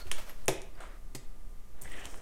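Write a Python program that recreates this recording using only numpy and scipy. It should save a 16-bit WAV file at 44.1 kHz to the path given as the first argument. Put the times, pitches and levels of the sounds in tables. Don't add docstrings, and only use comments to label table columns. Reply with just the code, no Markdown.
import sys
import numpy as np
from scipy import signal
from scipy.fft import rfft, irfft
from scipy.io import wavfile

SR = 44100
rng = np.random.default_rng(int(sys.argv[2]) if len(sys.argv) > 2 else 0)


def generate_wav(sig):
    pcm = np.round(np.clip(np.atleast_2d(sig).T, -1, 1) * 32767).astype(np.int16)
    wavfile.write(sys.argv[1], SR, pcm)


def volts_from_decibels(level):
    exponent = np.asarray(level, float) / 20
    return 10 ** exponent


N = 97725

# (time [s], peak level [dB], table modes [dB], table boom [dB], rattle length [s])
KNOCKS = [
    (0.1148, -14, -36.5, -32.5, 0.0065),
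    (0.4814, -5.5, -22, -24.5, 0.018),
    (0.8037, -42.5, -13, -41, 0.073),
    (1.149, -31, -22.5, -8, 0.015),
    (1.8191, -22.5, -44, -26.5, 0.016),
]
# (time [s], level [dB])
CLOTH_PRESSURE = [(1.742, -76), (1.83, -64), (1.859, -64), (1.99, -59), (2.065, -58.5), (2.09, -61.5),
                  (2.26, -66)]
GRAINS_PER_S, GRAIN_SPREAD_DB = 6000, 2


def rms_one(x):
    return x / np.sqrt(np.mean(x ** 2) + 1e-20)


def at_hz(points, hz):
    table_hz, values = np.array(points).T
    return np.interp(np.log(hz), np.log(table_hz), values)


def gain_over_time(rows):
    s, db = np.transpose(rows)
    return volts_from_decibels(np.interp(np.arange(N) / SR, s, db, left=-150, right=-150))


def colour(x, spectrum):
    hz = np.arange(4097) * SR / 8192 + 1
    (low_hz, low_db), (high_hz, high_db) = spectrum[0], spectrum[-1]
    curve = [(low_hz / 4, low_db - 30)] + list(spectrum) + [(high_hz * 1.3, high_db - 30)]
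    cepstrum = irfft(at_hz(curve, hz) * np.log(10) / 20)
    cepstrum[1:4096] *= 2
    cepstrum[4097:] = 0
    impulse = irfft(np.exp(rfft(cepstrum)))
    return signal.fftconvolve(x, impulse)[:len(x)]


def ring(clicks, hz, t60):
    radius = volts_from_decibels(-60 / (max(t60, 1e-3) * SR))
    angle = 2 * np.pi * hz / SR
    poles = [1, -2 * radius * np.cos(angle), radius * radius]
    return signal.lfilter([0, np.sin(angle)], poles, clicks + 1e-18)


def grains(rate, spread_db, size):
    sizes = volts_from_decibels(spread_db * np.minimum(rng.exponential(1, size), 5))
    sizes = sizes * rng.choice([-1, 1], size)
    return rms_one(sizes * (rng.random(size) < rate / SR))


def table_top(push, modes_db, boom_db):
    # (frequency [Hz], level [dB], t60 [s])
    table_modes = [(210, -18.5, 0.042), (315.4, -9, 0.21), (375.7, -8.5, 0.16), (430, -6.5, 0.07),
                   (449, 4, 0.029), (543, -0.5, 0.09), (605, -12, 0.086), (721, 0.5, 0.025),
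                   (765, -11.5, .1), (879, -1, 0.032), (949, -10, .1), (1024, -14, 0.01),
                   (2140, -6, 0.0033), (3720, -3, 0.0071)]
    most_cycles, boom_hz, boom_t60_s, boom_cycles = 72, 135.6, 0.25, 30
    out = volts_from_decibels(boom_db) * ring(push, boom_hz, min(boom_t60_s, boom_cycles / boom_hz))
    for k, (hz, db, t60) in enumerate(table_modes):
        out += (-1) ** k * volts_from_decibels(db + modes_db) * ring(push, hz, min(t60, most_cycles / hz))
    return out


def knocks():
    # (frequency [Hz], level [dB per Hz])
    crack_tones = [
        [(530, -84.5), (900, -2), (2250, 5.5), (3140, 12.5), (3890, -13), (9300, -2.5), (15500, -29)],
        [(710, -39), (1200, 13.5), (2190, 16), (2480, 20), (4480, -3.5), (5260, 9.5), (10200, 9.5), (15500, -8)],
        [(410, -14), (700, 7), (1240, 4), (3680, -12), (4700, -34), (8320, -17), (15500, -59.5)],
        [(150, -38), (250, 6), (1610, -23.5), (1760, -15), (2200, -9.5), (2900, -22.5), (8320, -10),
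         (15500, -36)],
        [(2350, -37), (4000, -32), (5590, -34), (6480, -26), (8220, -7), (9960, -13.5), (15500, -21)],
    ]
    click_levels = [17, 9, 8, 2, 6]
    crack_decays = [0.0011, 0.0071, 0.0076, 0.02, .006]
    rattle_levels = [-13, -25, -5, -4, -23.5]
    # (delay [s], level [dB])
    bounces = [
        (.002, 2.5),
        (.0048, 5),
        (0.0095, -1.5),
    ]
    crack_level_db, rattle_per_s, rattle_contrast = -9, 4500, 0.6
    room_crack_db, room_table_db, thump_cut_hz = 0.5, 0.5, 6720

    out, t = np.zeros((2, N + SR)), np.arange(8192) / SR
    start = 1. * (t == 0)
    settings = zip(KNOCKS, crack_tones, rattle_levels, click_levels, crack_decays)
    for (s, db, modes_db, boom_db, rattle_s), tone, rattle_db, click_db, crack_s in settings:
        even_tone = [(hz, rattle_contrast * d) for hz, d in tone]
        scale = np.std(colour(rng.standard_normal(len(t)), tone))

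        burst = rng.choice([-1, 1], len(t)) * volts_from_decibels(crack_level_db - 60 * t / crack_s)
        burst = burst - volts_from_decibels(crack_level_db + click_db) * start
        crack = colour(burst, tone) / scale
        room_crack = volts_from_decibels(room_crack_db) * rms_one(colour(start, even_tone)) * np.std(crack)

        rattle = grains(rattle_per_s, 1.63, len(t)) * volts_from_decibels(rattle_db - 60 * t / max(rattle_s * 4, 1e-3))
        rattle = rms_one(colour(rattle, even_tone)) * np.std(rattle)

        i = int(s * SR)
        out[0, i:i + len(t)] += volts_from_decibels(db) * (crack + rattle)
        out[1, i:i + len(t)] += volts_from_decibels(db) * (room_crack + rattle)

        push = np.zeros(len(t) * 3)
        push[0] = -1
        for lag, bounce_db in bounces:
            push[int(lag * SR)] = -volts_from_decibels(bounce_db)
        push = signal.lfilter(*signal.butter(1, thump_cut_hz, fs=SR), push)
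        push = push * SR / (2 * np.pi * thump_cut_hz)
        table = table_top(push, modes_db, boom_db)
        out[0, i:i + len(push)] += volts_from_decibels(db) * table
        out[1, i:i + len(push)] += volts_from_decibels(db + room_table_db) * table
    return out[:, :N]


def ticks():
    # (time [s], peak level [dB], pitch [Hz], t60 [s])
    tick_events = [(.004, -48.5, 4275, 0.14), (0.017, -43, 4340, 0.06), (0.0689, -39.5, 2580, 0.011),
                   (0.0697, -47.5, 8500, 0.0099), (.078, -66, 9400, 0.03), (0.2952, -39.5, 11590, 0.06),
                   (0.2933, -57, 5800, 0.032), (.2955, -32.5, 1980, 0.0082), (0.4585, -34, 8640, 0.0061),
                   (0.5374, -40, 12700, .008), (.618, -31, 6400, 0.00094), (1.8148, -35, 8460, 0.0027),
                   (1.828, -42, 8000, 0.011), (1.837, -36.5, 8400, 0.011), (1.856, -34.5, 1690, 0.013),
                   (1.879, -50, 11800, 0.0019), (1.897, -49, 15700, 0.0047), (1.9, -46, 9400, 0.0047),
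                   (1.919, -36, 8400, 0.0094), (1.957, -43, 10000, 0.0051), (2.048, -42, 12200, 0.0024),
                   (2.0544, -32, 3080, 0.01), (2.056, -26.5, 7650, 0.00092), (2.1436, -36.5, 1200, 0.0017),
                   (2.158, -42, 9900, 0.0025), (.1215, -44, 2470, 0.0068), (.1255, -29.5, 3780, .008),
                   (.1173, -25, 6400, .003), (0.493, -26, 3530, 0.0053), (0.4938, -36, 7900, 0.0057),
                   (.618, -36.5, 4000, 0.0033), (.618, -36, 9200, 0.0052), (0.629, -49, 3020, .004),
                   (.8055, -44, 8260, 0.014), (.808, -34, 1270, .015), (0.824, -55, 1100, 0.016),
                   (0.837, -37.5, 1000, 0.027), (1.151, -46, 6830, 0.035), (1.152, -40, 4800, 0.0099),
                   (1.823, -48, 8150, .06), (1.8555, -43, 800, 0.0079), (1.876, -42, 2010, 0.037),
                   (1.9166, -37.5, 1880, 0.029), (1.941, -34, 1880, 0.024), (2.054, -37, 850, 0.0088),
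                   (2.1427, -38, 2800, 0.0033), (0.194, -36, 1490, .005), (1.848, -41, 8000, .01),
                   (0.753, -55, 4730, 0.026)]
    snap_db, snap_t60_s = -5.5, 0.0012
    out, t = np.zeros(N + SR), np.arange(4096) / SR
    for s, db, hz, t60 in tick_events:
        band = signal.butter(2, [hz / 1.4, min(hz * 1.4, 19000)], "band", fs=SR, output="sos")
        snap = signal.sosfilt(band, rng.standard_normal(len(t)) * volts_from_decibels(-60 * t / snap_t60_s))
        click = signal.sosfilt(band, 1. * (t == 0))
        rings = 0.5 * ring(click, hz, t60) + 0.4 * ring(click, hz * 1.025, t60 * 0.6)
        i = int(s * SR)
        out[i:i + len(t)] += volts_from_decibels(db) * (rings + volts_from_decibels(snap_db) * snap / np.abs(snap).max())
    return out[:N]


def bumps():
    # (time [s], peak level [dB], pitch [Hz], t60 [s])
    bump_events = [(0.063, -33.5, 74, 0.13), (1.844, -37.5, 72, 0.14), (1.851, -46.5, 180, 0.12),
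                   (2.055, -37, 66, 0.085), (0.0072, -48.5, 1400, 0.16), (.055, -45.5, 375, .15),
                   (.092, -47.5, 147, 0.15), (1.1495, -41.5, 317, 0.098), (0.6, -43, 570, 0.022),
                   (2.143, -38.5, 1010, .012), (0.32, -49.5, 477, 0.082)]
    out, t = np.zeros(N), np.arange(N) / SR
    for s, db, hz, t60 in bump_events:
        push = np.clip(1 - np.abs(t - s) * 4 * hz, 0, 1)
        out += volts_from_decibels(db) * ring(push / push.sum(), hz, t60)
    return out


def rubbing():
    # (time [s], level [dB])
    cord_pressure = [(0, -53), (0.036, -65.5), (.062, -65.5), (0.076, -58.5), (.108, -66), (.125, -63.5),
                     (.195, -51.5), (.25, -61.5), (.3, -56.5), (.34, -66), (0.462, -67)]
    # (time [s], level [dB])
    mat_pressure = [(0.728, -76), (.79, -60), (.83, -59), (.93, -62), (1.001, -73)]
    # (frequency [Hz], level [dB per Hz])
    cord_tone = [(88, -61), (200, -6.5), (433, -4), (567, -2), (612, 1.5), (802, -6), (936, -2),
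                 (2860, -10.5), (15000, -19)]
    # (frequency [Hz], level [dB per Hz])
    mat_tone = [(120, -52), (200, -19), (630, -5), (873, -13), (1190, -5.5), (2160, -13), (2360, -18),
                (12000, -40), (15600, -57), (22000, -120)]
    # (frequency [Hz], level [dB per Hz])
    cloth_tone = [(88, -10.5), (150, -2), (412, 5), (996, -3), (1780, -4), (3060, -12.5), (4500, -18),
                  (5850, -86), (9900, -120)]
    surface_levels = [6.5, 5.5, 8.5]
    pressures = (cord_pressure, mat_pressure, CLOTH_PRESSURE)
    out = np.zeros(N)
    for pressure, tone, db in zip(pressures, (cord_tone, mat_tone, cloth_tone), surface_levels):
        friction = rms_one(colour(grains(GRAINS_PER_S, GRAIN_SPREAD_DB, N), tone))
        out += volts_from_decibels(db) * gain_over_time(pressure) * friction
    return out


def cloth_hiss():
    # (frequency [Hz], level [dB per Hz])
    fibre_tone = [(2650, -49), (4500, -17), (5700, -8), (6670, -10.5), (8790, -8), (11100, -20),
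                  (15000, -20)]
    hiss_db, flutter_db, follows_pressure = -59, 2, 0.52
    loudest = volts_from_decibels(max(db for s, db in CLOTH_PRESSURE))
    swell = (gain_over_time(CLOTH_PRESSURE) / loudest) ** follows_pressure
    gripped = np.arange(N) > KNOCKS[-1][0] * SR
    fibres = rms_one(colour(grains(GRAINS_PER_S, GRAIN_SPREAD_DB, N), fibre_tone))
    flutter = rms_one(signal.lfilter(*signal.butter(2, 30., fs=SR), rng.standard_normal(N)))
    return volts_from_decibels(hiss_db + flutter_db * flutter) * swell * gripped * fibres


def squeak():
    # (time [s], level [dB], pitch [Hz])
    glide = [
        (1.843, -57, 1898),
        (1.879, -58, 2030),
        (1.901, -59.5, 1981),
        (1.919, -54, 1946),
        (1.945, -53.5, 2013),
        (1.989, -54, 1804),
        (2.04, -56.5, 1813),
        (2.074, -63, 1790),
    ]
    narrow_hz, flutter_db = 260, 2.
    t, (s, db, hz) = np.arange(N) / SR, np.transpose(glide)
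    phase = 2 * np.pi * np.cumsum(np.interp(t, s, hz)) / SR
    growing_db = -10.5 + 75.5 * np.clip(t - s[0], 0, 1)
    out = np.zeros(N)
    for ratio, gain_db in ((1, 0), (1.26, -10), (1.55, growing_db)):
        narrow = signal.butter(2, narrow_hz * ratio ** 3 / 2, fs=SR)
        a, b = signal.lfilter(*narrow, rng.standard_normal((2, N)))
        band = rms_one(a * np.cos(ratio * phase) + b * np.sin(ratio * phase))
        flutter = rms_one(signal.lfilter(*signal.butter(2, 40., fs=SR), rng.standard_normal(N)))
        out += volts_from_decibels(gain_db + flutter_db * flutter) * band
    return gain_over_time(list(zip(s, db))) * out


def room(x):
    # (frequency [Hz], t60 [s])
    room_decay = [(150, 0.5), (400, 0.51), (1000, 0.4), (2500, 0.53), (6000, 0.32), (10000, 0.26),
                  (15000, 0.022)]
    tail_db, tail_start_s = -7, 0.0021
    t, tail = np.arange(SR // 2) / SR, 0
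    edges = 90 * 2 ** np.arange(0, 7.6, 0.25)
    for low, high in zip(edges, edges[1:]):
        t60 = max(at_hz(room_decay, np.sqrt(low * high)), 0.02)
        band_filter = signal.butter(2, [low, high], "band", fs=SR, output="sos")
        band = signal.sosfilt(band_filter, rng.standard_normal(len(t)))
        tail = tail + band * volts_from_decibels(-60 * t / t60) / np.sqrt(t60 * SR / 14)
    tail = tail * np.clip(t / tail_start_s, 0, 1) ** 2
    return volts_from_decibels(tail_db) * signal.fftconvolve(x, tail)[:N]


def room_hiss():
    # (frequency [Hz], level [dB per Hz])
    hiss_tone = [(20, 8), (60, -20.5), (100, -23.5), (300, -30), (1200, -41.5), (4500, -51), (9000, -49),
                 (16000, -54)]
    floor_db, early_db, top_hz = -43.5, -3, 15500
    t = np.arange(N) / SR
    noise = rms_one(colour(rng.standard_normal(N + SR), hiss_tone)[SR:])
    hiss = volts_from_decibels(floor_db + early_db * (t < KNOCKS[0][0])) * noise
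    return signal.sosfilt(signal.butter(8, top_hz, fs=SR, output="sos"), hiss)


def hum():
    # (frequency [Hz], level [dB])
    hum_tones = [(60, -56.5), (120, -91), (1200, -72), (2040, -81)]
    t = np.arange(N) / SR
    return sum(volts_from_decibels(db) * np.sin(2 * np.pi * hz * t + k) for k, (hz, db) in enumerate(hum_tones))


def air_pressure():
    # (time [s], level [dB])
    swing = [(0.0, -8), (.25, -26.5), (.6, -34.5), (1.5, -37.5), (2.26, -35.5)]
    air_hz = 4.31
    t = np.arange(N) / SR
    band = signal.butter(2, [air_hz / 3, air_hz], "band", fs=SR / 100, output="sos")
    slow = signal.sosfilt(band, rng.standard_normal(N // 100 + 1000))[900:]
    slow = rms_one(signal.resample_poly(slow, 100, 1)[500:N + 500])
    fade = np.clip(np.minimum(t, t[-1] - t) * 20, 0, 1)
    return gain_over_time(swing) * fade * slow


def scene():
    (near, spread), small = knocks(), ticks()
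    thin = signal.lfilter(*signal.butter(1, 150, "high", fs=SR), spread + small)
    contacts = near + small + room(thin) + bumps()
    hands = rubbing() + cloth_hiss() + squeak()
    background = room_hiss() + hum() + air_pressure()
    return (contacts + hands + background)[None]


def low_pass(x):
    return signal.sosfilt(signal.butter(12, 16830, fs=SR, output="sos"), x)


def record(dry):
    top_hz = 16300
    mix = signal.sosfilt(signal.cheby1(8, 1, top_hz, fs=SR, output="sos"), dry)
    return low_pass(mix)


dry = scene()
out = record(dry)
generate_wav(out)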